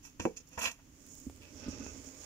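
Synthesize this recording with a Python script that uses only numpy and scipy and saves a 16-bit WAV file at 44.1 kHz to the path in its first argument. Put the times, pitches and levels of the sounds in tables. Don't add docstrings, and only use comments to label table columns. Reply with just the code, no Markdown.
import sys
import numpy as np
from scipy import signal
from scipy.fft import rfft, irfft
from scipy.io import wavfile

SR = 44100
rng = np.random.default_rng(int(sys.argv[2]) if len(sys.argv) > 2 else 0)


def master_out(mix):
    frames = np.transpose(np.atleast_2d(mix))
    ceiling = np.clip(frames, -1, 1)
    pcm = np.round(ceiling * 32767).astype(np.int16)
    wavfile.write(sys.argv[1], SR, pcm)


N = 99225
T = np.arange(N) / SR
HZ = np.fft.rfftfreq(N, 1 / SR)

# frequency in Hz, relative density in dB per Hz.
FLOOR_COLOUR = [(15, -30), (25, 5), (66, 0.5), (165, -1.5), (298, -28.5), (484, -21.5), (898, -19.5),
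                (2070, -20.5), (2780, -19), (4170, -26), (6950, -13.5), (7750, -30.5), (15600, -27)]
FLOOR_DB = -62.5
ROOM_DB, ROOM_T60_S = -12.5, 0.11
SCATTER_DB, SCATTER_T60_S = 5.5, 0.022

# time in seconds, level in dB before the trim in rubbing().
RUMBLE_LEVEL = [(0.0, -63), (0.14, -66), (0.28, -74), (0.5, -66.5), (0.64, -76.5), (0.9, -63),
                (1.41, -59.5), (1.62, -55), (1.75, -50.5), (1.8, -48), (2.05, -58), (2.25, -60.5)]
RUB_MID_LEVEL = [(0.76, -80), (0.8, -86.5), (0.876, -79.5), (1.02, -71.5), (1.398, -68.5), (1.424, -63),
                 (1.526, -65), (1.652, -55.5), (2.186, -62.5), (2.25, -55)]
RUB_HISS_LEVEL = [(0.76, -107), (1.124, -63), (1.262, -72), (1.282, -96), (1.498, -75.5), (1.602, -61.5),
                  (1.68, -70), (1.688, -56), (1.776, -64), (1.876, -58.5), (2.054, -68.5), (2.07, -58),
                  (2.128, -70), (2.25, -62)]
RUB_FIZZ_LEVEL = [(0.76, -86), (1.144, -60), (1.494, -71), (1.584, -65), (1.672, -73), (1.688, -61.5),
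                  (1.746, -69.5), (2.078, -61.5), (2.146, -65.5), (2.25, -57.5)]
# frequency in Hz, relative density in dB per Hz.
RUMBLE_COLOUR = [(25, -31), (50, 0), (85, 10), (120, 0), (160, -7), (195, -5), (265, 12), (330, -1.5),
                 (420, -12.5), (500, -11), (600, -21), (700, -67)]
RUB_COLOUR = [(600, 3), (720, -13), (850, -9.5), (1050, -10.5), (1400, -11), (1900, -10.5), (2250, -8.5),
              (2620, -13), (3200, -11), (4000, -15), (4800, -4), (5600, 7), (6200, 3), (6700, 7.5),
              (7400, -1), (8000, -9), (9000, -20.5), (12500, -31), (14200, -23), (14900, -10.5),
              (15600, -21)]
# frequency in Hz, left-right difference in dB.
RUB_BALANCE = [(60, -8), (250, -7.5), (700, -5.5), (1300, -0.5), (2500, -10.5), (4400, -5.5), (6500, -19.5),
               (8000, -4.5), (10000, -4.5), (15000, -9)]
# time in seconds, centre in Hz.
HISS_CENTRE = [(0.8, 6700), (1.05, 6480), (1.15, 6900), (1.586, 5900), (1.622, 5600), (1.998, 6930),
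               (2.25, 6560)]
HISS_WIDTH_HZ, HISS_RING_DB = 1000, 9
# frequency in Hz, width in Hz, relative level in dB.
CASE_RINGS = [(427, 58, 4), (828, 64, -2), (1180, 23, -1), (1520, 95, -13.5), (2570, 57, 0.5),
              (2585, 59, -30)]
RUB_GRAINS_PER_S, RUB_SPREAD_DB = 5000, 3.5

# centre in seconds, half length in seconds, level in dB.
STROKES = [(1.653, 0.053, -57), (1.736, 0.021, -58), (1.842, 0.054, -57.5), (1.896, 0.033, -64.5)]
# frequency in Hz, width in Hz, relative level in dB.
STROKE_RINGS = [(1234, 60, -1), (1486, 110, -1.5), (2597, 210, 1)]

# start in seconds, level in dB before the mode's own. The first comes with the bite
BUMPS = [(.2, -35.5), (1.2665, -31.5), (1.274, -80), (1.662, -35), (1.682, -26.5), (1.731, -41),
         (1.803, -36.5), (1.862, -42.5), (2.072, -43.5)]
# frequency in Hz, relative level in dB, 60 dB decay in seconds,
# left-right difference in dB, right ear lag in cycles.
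BUMP_MODES = [(76, -5, 0.13, -3.5, 0.062), (170, -15, 0.11, -17, 0.0052), (232, -7, 0.089, -16, 0),
              (263.4, 6, 0.052, -3.5, 0.031), (350, -12, .05, -8, 0.034), (510, -24, 0.052, -14, 0.0051)]
# start in seconds, level in dB, brightness in dB per octave.
TICKS = [(.489, -49.5, 12), (1.0655, -49, 1.5), (1.074, -55, -1), (1.152, -46, 4), (1.2, -48, 4),
         (1.2986, -40.5, -13), (1.361, -51.5, -1.5), (1.865, -36.5, -7.5)]
TICK_DECAY_S = 0.002

# start in seconds, level in dB before the mode's own.
KNOCKS = [(.2535, -17), (.2618, -27), (.305, -43)]
# frequency in Hz, relative level in dB, 60 dB decay in seconds,
# left-right difference in dB, right ear lag in cycles.
KNOCK_MODES = [(177, -18, 0.17, -2, 0), (243.6, -9.5, 0.088, 3.5, 0.095), (330, 3.5, 0.047, -6.5, .05),
               (433, -14.5, 0.19, -7, 0.023), (480.5, -12, 0.13, -5, 0.18), (521, -1, 0.059, -4, 0.017),
               (616, -6.5, 0.029, -12, 0.0019), (760, -4, .045, 11, 0.32), (863, -17, 0.078, 24, 0.36),
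               (948, -18, 0.055, 4, 0.17), (1526, -13, 0.017, -9, 0.21)]
BUMP_ATTACK_S, KNOCK_ATTACK_S = 0.0043, 0.0021

BAND_EDGES = [70, 600, 2000, 4000, 8000, 16000]
# start in seconds, rise in seconds, decay time constant in seconds,
# then bass, body, ring, snap and fizz levels in dB before CRUNCH_TRIM_DB.
CRUNCHES = [ (0.023, 0.032, 0.027, -67, -62.5, -59.5, -48.5, -57),
            (0.195, 0.004, .012, -33, -41.5, -43.5, -40, -55.5),
            (0.21, 0.011, 0.039, -39.5, -54, -54, -44.5, -55.5),
            (0.252, 0.0018, 0.0028, -42, -34.5, -44, -59, -53),
            (0.362, 0.0098, 0.0082, -56, -63, -49.5, -36.5, -56.5),
            (0.399, 0.0039, 0.0064, -49, -69, -62, -45.5, -84),
            (.466, 0.0073, 0.025, -61, -77, -77, -56, -65),
            (0.503, 0.031, 0.071, -60, -63, -61.5, -54.5, -66),
            (0.575, .003, 0.014, -35.5, -32.5, -44, -41, -55),
            (0.585, 0.0071, 0.014, -66, -55, -44.5, -39, -40), (.606, .004, .012, -58, -44, -36, -47, -49),
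            (0.613, 0.0067, 0.034, -41, -41, -38, -34.5, -38.5),
            (0.629, 0.012, 0.026, -46.5, -36.5, -37.5, -33.5, -41),
            (0.652, 0.005, 0.011, -56, -35, -25.5, -47, -41),
            (0.668, 0.0051, 0.012, -40.5, -40, -31, -44, -42.5),
            (0.71, 0.0061, 0.0033, -62, -51.5, -46, -42, -47.5),
            (0.788, 0.0027, 0.014, -106, -61, -72, -105, -91),
            (1.413, 0.0093, 0.047, -73, -73, -55, -74, -64)]
# frequency in Hz, relative density in dB per Hz.
CRUNCH_COLOUR = [(70, 14), (130, -15), (230, 8.5), (400, -11), (520, -11.5), (740, -15.5), (950, -12),
                 (1300, -11.5), (1900, -12), (2150, -25), (2400, -7.5), (2750, -9), (2900, -17.5),
                 (3300, -11), (3900, -23.5), (5000, -7), (6400, 3), (7250, -8), (8050, -20.5), (8500, -13),
                 (9100, -18.5), (9750, -11.5), (10400, -22), (11500, -16), (13200, -21), (14200, -25),
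                 (14900, -9), (15600, -36)]
# frequency in Hz, left-right difference in dB.
CRUNCH_BALANCE = [(100, 0.5), (380, -8.5), (700, -4), (1300, 3), (2000, 2), (2600, -11), (3300, 0.5),
                  (4400, -2), (6200, -11), (7200, -7.5), (9000, 2), (15000, -5)]
# frequency in Hz, width in Hz, relative level in dB.
CRUNCH_RINGS = [(502, 21, 16), (674, 16, 7), (957, 49, 9), (1038, 24, -6), (1310, 15, -10), (1620, 50, -26),
                (1902, 37, -5.5), (2302, 19, 8), (2460, 31, -12), (2600, 35, 10), (2800, 29, -2),
                (2777, 31, -8), (3050, 16, -5), (4040, 15, 10), (5300, 80, -15), (7220, 93, 0.5),
                (7125, 100, 1), (7195, 39, 7)]
SNAPS_PER_S, SNAP_SPREAD_DB, TEAR_SHARE = 2500, 3, 0.87
SNAP_ALIKE = 0.56
EAR_LAG_S = 0.00014
CRUNCH_TRIM_DB = -5
EDGE_HZ = 15750


def amp(db):
    return 10 ** (np.asarray(db) / 20)


def unit(x):
    return x / np.sqrt(np.mean(x ** 2) + 1e-20)


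def read(points):
    f, value = np.transpose(points)
    return np.interp(np.log(HZ + 1), np.log(f + 1), value)


def curve(points):
    return np.interp(T, *np.transpose(points))


def ears(balance_db):
    gain = amp(np.array([balance_db, -balance_db]) / 2).reshape(2, -1)
    return gain / np.sqrt(np.mean(gain ** 2, 0))


def shaped(x, gain):
    return unit(irfft(rfft(x) * gain, N))


def band(lo, hi):
    return 1 / np.sqrt((1 + (lo / (HZ + 1)) ** 16) * (1 + (HZ / hi) ** 16))


def pair(x, alike_below_hz=600):
    a, b = rfft(x)
    same = 0.97 / (1 + (HZ / alike_below_hz) ** 4)
    return irfft(np.array([a, same * a + np.sqrt(1 - same ** 2) * b]), N)


def grains(per_s, spread_db):
    size = amp(spread_db * np.minimum(rng.exponential(1, N), 4))
    fires = rng.random(N) < per_s / SR
    return unit(size * fires * rng.standard_normal((2, N)))


def ringing(x, rings):
    response = sum(amp(db) / (1 + 2j * (HZ - hz) / width) for hz, width, db in rings)
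    return irfft(rfft(x) * response, N)


def resonate(x, hz, width_hz):
    turn = np.exp(2j * np.pi * np.cumsum(hz) / SR)
    r = np.exp(-np.pi * width_hz / SR)
    return 2 * (turn * signal.lfilter([1 - r], [1, -r], x / turn)).real


def struck(blows, modes, attack_s):
    out = np.zeros((2, N))
    for start, db in blows:
        t = np.maximum(T - start, 0)[:int(start * SR) + SR // 3]
        attack = 1 - np.exp(-t / attack_s)
        for hz, mode_db, t60, balance_db, lag in modes:
            swing = np.sin(2 * np.pi * (hz * t - np.array([[0], [lag]])))
            decay = amp(db + mode_db - 60 * t / t60)
            out[:, :len(t)] += ears(balance_db) * swing * decay * attack
    return out


def floor():
    noise = pair(rng.standard_normal((2, N)))
    return amp(FLOOR_DB) * shaped(noise, amp(read(FLOOR_COLOUR))) * ears(-0.83)


def room(x):
    t = T[:SR // 3]
    tail = rng.standard_normal((2, len(t))) * amp(-60 * t / ROOM_T60_S) * (t > 0.004)
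    return amp(ROOM_DB) * signal.fftconvolve(x, tail / np.linalg.norm(tail[0]), axes=1)[:, :N]


def scattered(x):
    t = T[:1500]
    taps = rng.standard_normal((2, len(t))) * amp(-60 * t / SCATTER_T60_S)
    taps *= amp(SCATTER_DB) / np.linalg.norm(taps, axis=1, keepdims=True)
    taps[:, 0] += 1
    taps /= np.linalg.norm(taps, axis=1, keepdims=True)
    return signal.fftconvolve(x, taps, axes=1)[:, :N]


def rubbing():
    grit = grains(RUB_GRAINS_PER_S, RUB_SPREAD_DB)
    friction = pair(grit + 0.89 * rng.standard_normal((2, N)))
    case = friction + ringing(friction, CASE_RINGS)
    sides = ears(read(RUB_BALANCE))
    low = amp(read(RUMBLE_COLOUR)) * sides
    high = amp(read(RUB_COLOUR)) * sides
    rumble = shaped(case, low * band(18, 430))
    mid = shaped(case, high * band(528, 4440))
    hiss = shaped(friction, high * band(5000, 8400))
    drifting = unit(resonate(hiss, curve(HISS_CENTRE), HISS_WIDTH_HZ))
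    hiss = unit(hiss + amp(HISS_RING_DB) * drifting)
    fizz = shaped(friction, high * band(8940, 13700))
    return (amp(curve(RUMBLE_LEVEL) + 2) * rumble
            + amp(curve(RUB_MID_LEVEL) + 2) * mid
            + amp(curve(RUB_HISS_LEVEL) + 6) * hiss
            + amp(curve(RUB_FIZZ_LEVEL) + 1) * fizz)


def strokes():
    level = sum(amp(db) * np.exp(-((T - centre) / half) ** 2) for centre, half, db in STROKES)
    drive = pair(grains(RUB_GRAINS_PER_S, RUB_SPREAD_DB))
    brushed = 0
    for hz, width, db in STROKE_RINGS:
        once = ringing(drive, [(hz, width, 0)])
        brushed = brushed + ringing(once, [(hz, width, db)])
    return level * ears(-4) * unit(brushed)


def bumps():
    return struck(BUMPS, BUMP_MODES, BUMP_ATTACK_S)


def ticks():
    out = np.zeros((2, N))
    for start, db, tilt_db in TICKS:
        tilt = amp(tilt_db * np.log2(HZ + 1))
        puff = shaped(pair(rng.standard_normal((2, N))), tilt * band(233, 21000))
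        out += amp(db) * puff * (T >= start) * np.exp(-abs(T - start) / TICK_DECAY_S)
    return out * ears(-2.5)


def knock():
    return struck(KNOCKS, KNOCK_MODES, KNOCK_ATTACK_S)


def crunches():
    snaps = grains(SNAPS_PER_S, SNAP_SPREAD_DB)
    tearing = TEAR_SHARE * rng.standard_normal((2, N))
    a, b = snaps + tearing
    fibres = np.array([SNAP_ALIKE * a + np.sqrt(1 - SNAP_ALIKE ** 2) * b, a])
    lag = np.exp(-2j * np.pi * HZ * np.array([[0], [EAR_LAG_S]]))
    colour = amp(read(CRUNCH_COLOUR)) * ears(read(CRUNCH_BALANCE)) * lag

    power = 0
    for start, rise, decay, *levels_db in CRUNCHES:
        t = T - start
        burst = np.clip(t / rise, 0, 1) * np.exp(-np.maximum(t - rise, 0) / decay)
        power = power + (amp(levels_db)[:, None] * burst) ** 2

    bands = [np.sqrt(p) * shaped(fibres, colour * band(lo, hi))
             for p, lo, hi in zip(power, BAND_EDGES, BAND_EDGES[1:])]
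    bass, body, ring, snap, fizz = bands
    low = bass + body + ring
    high = snap + fizz
    return amp(CRUNCH_TRIM_DB) * (low + scattered(high) + ringing(low + high, CRUNCH_RINGS))


def scene():
    near = crunches() + knock()
    chewing = near + room(near)
    bumps_and_handling = bumps() + ticks() + rubbing() + strokes()
    return chewing + bumps_and_handling + floor()


def record(dry):
    low_pass = signal.firwin(511, EDGE_HZ, window=("kaiser", 9), fs=SR)
    return signal.oaconvolve(dry, low_pass[None], "same")


dry = scene()
out = record(dry)
master_out(out)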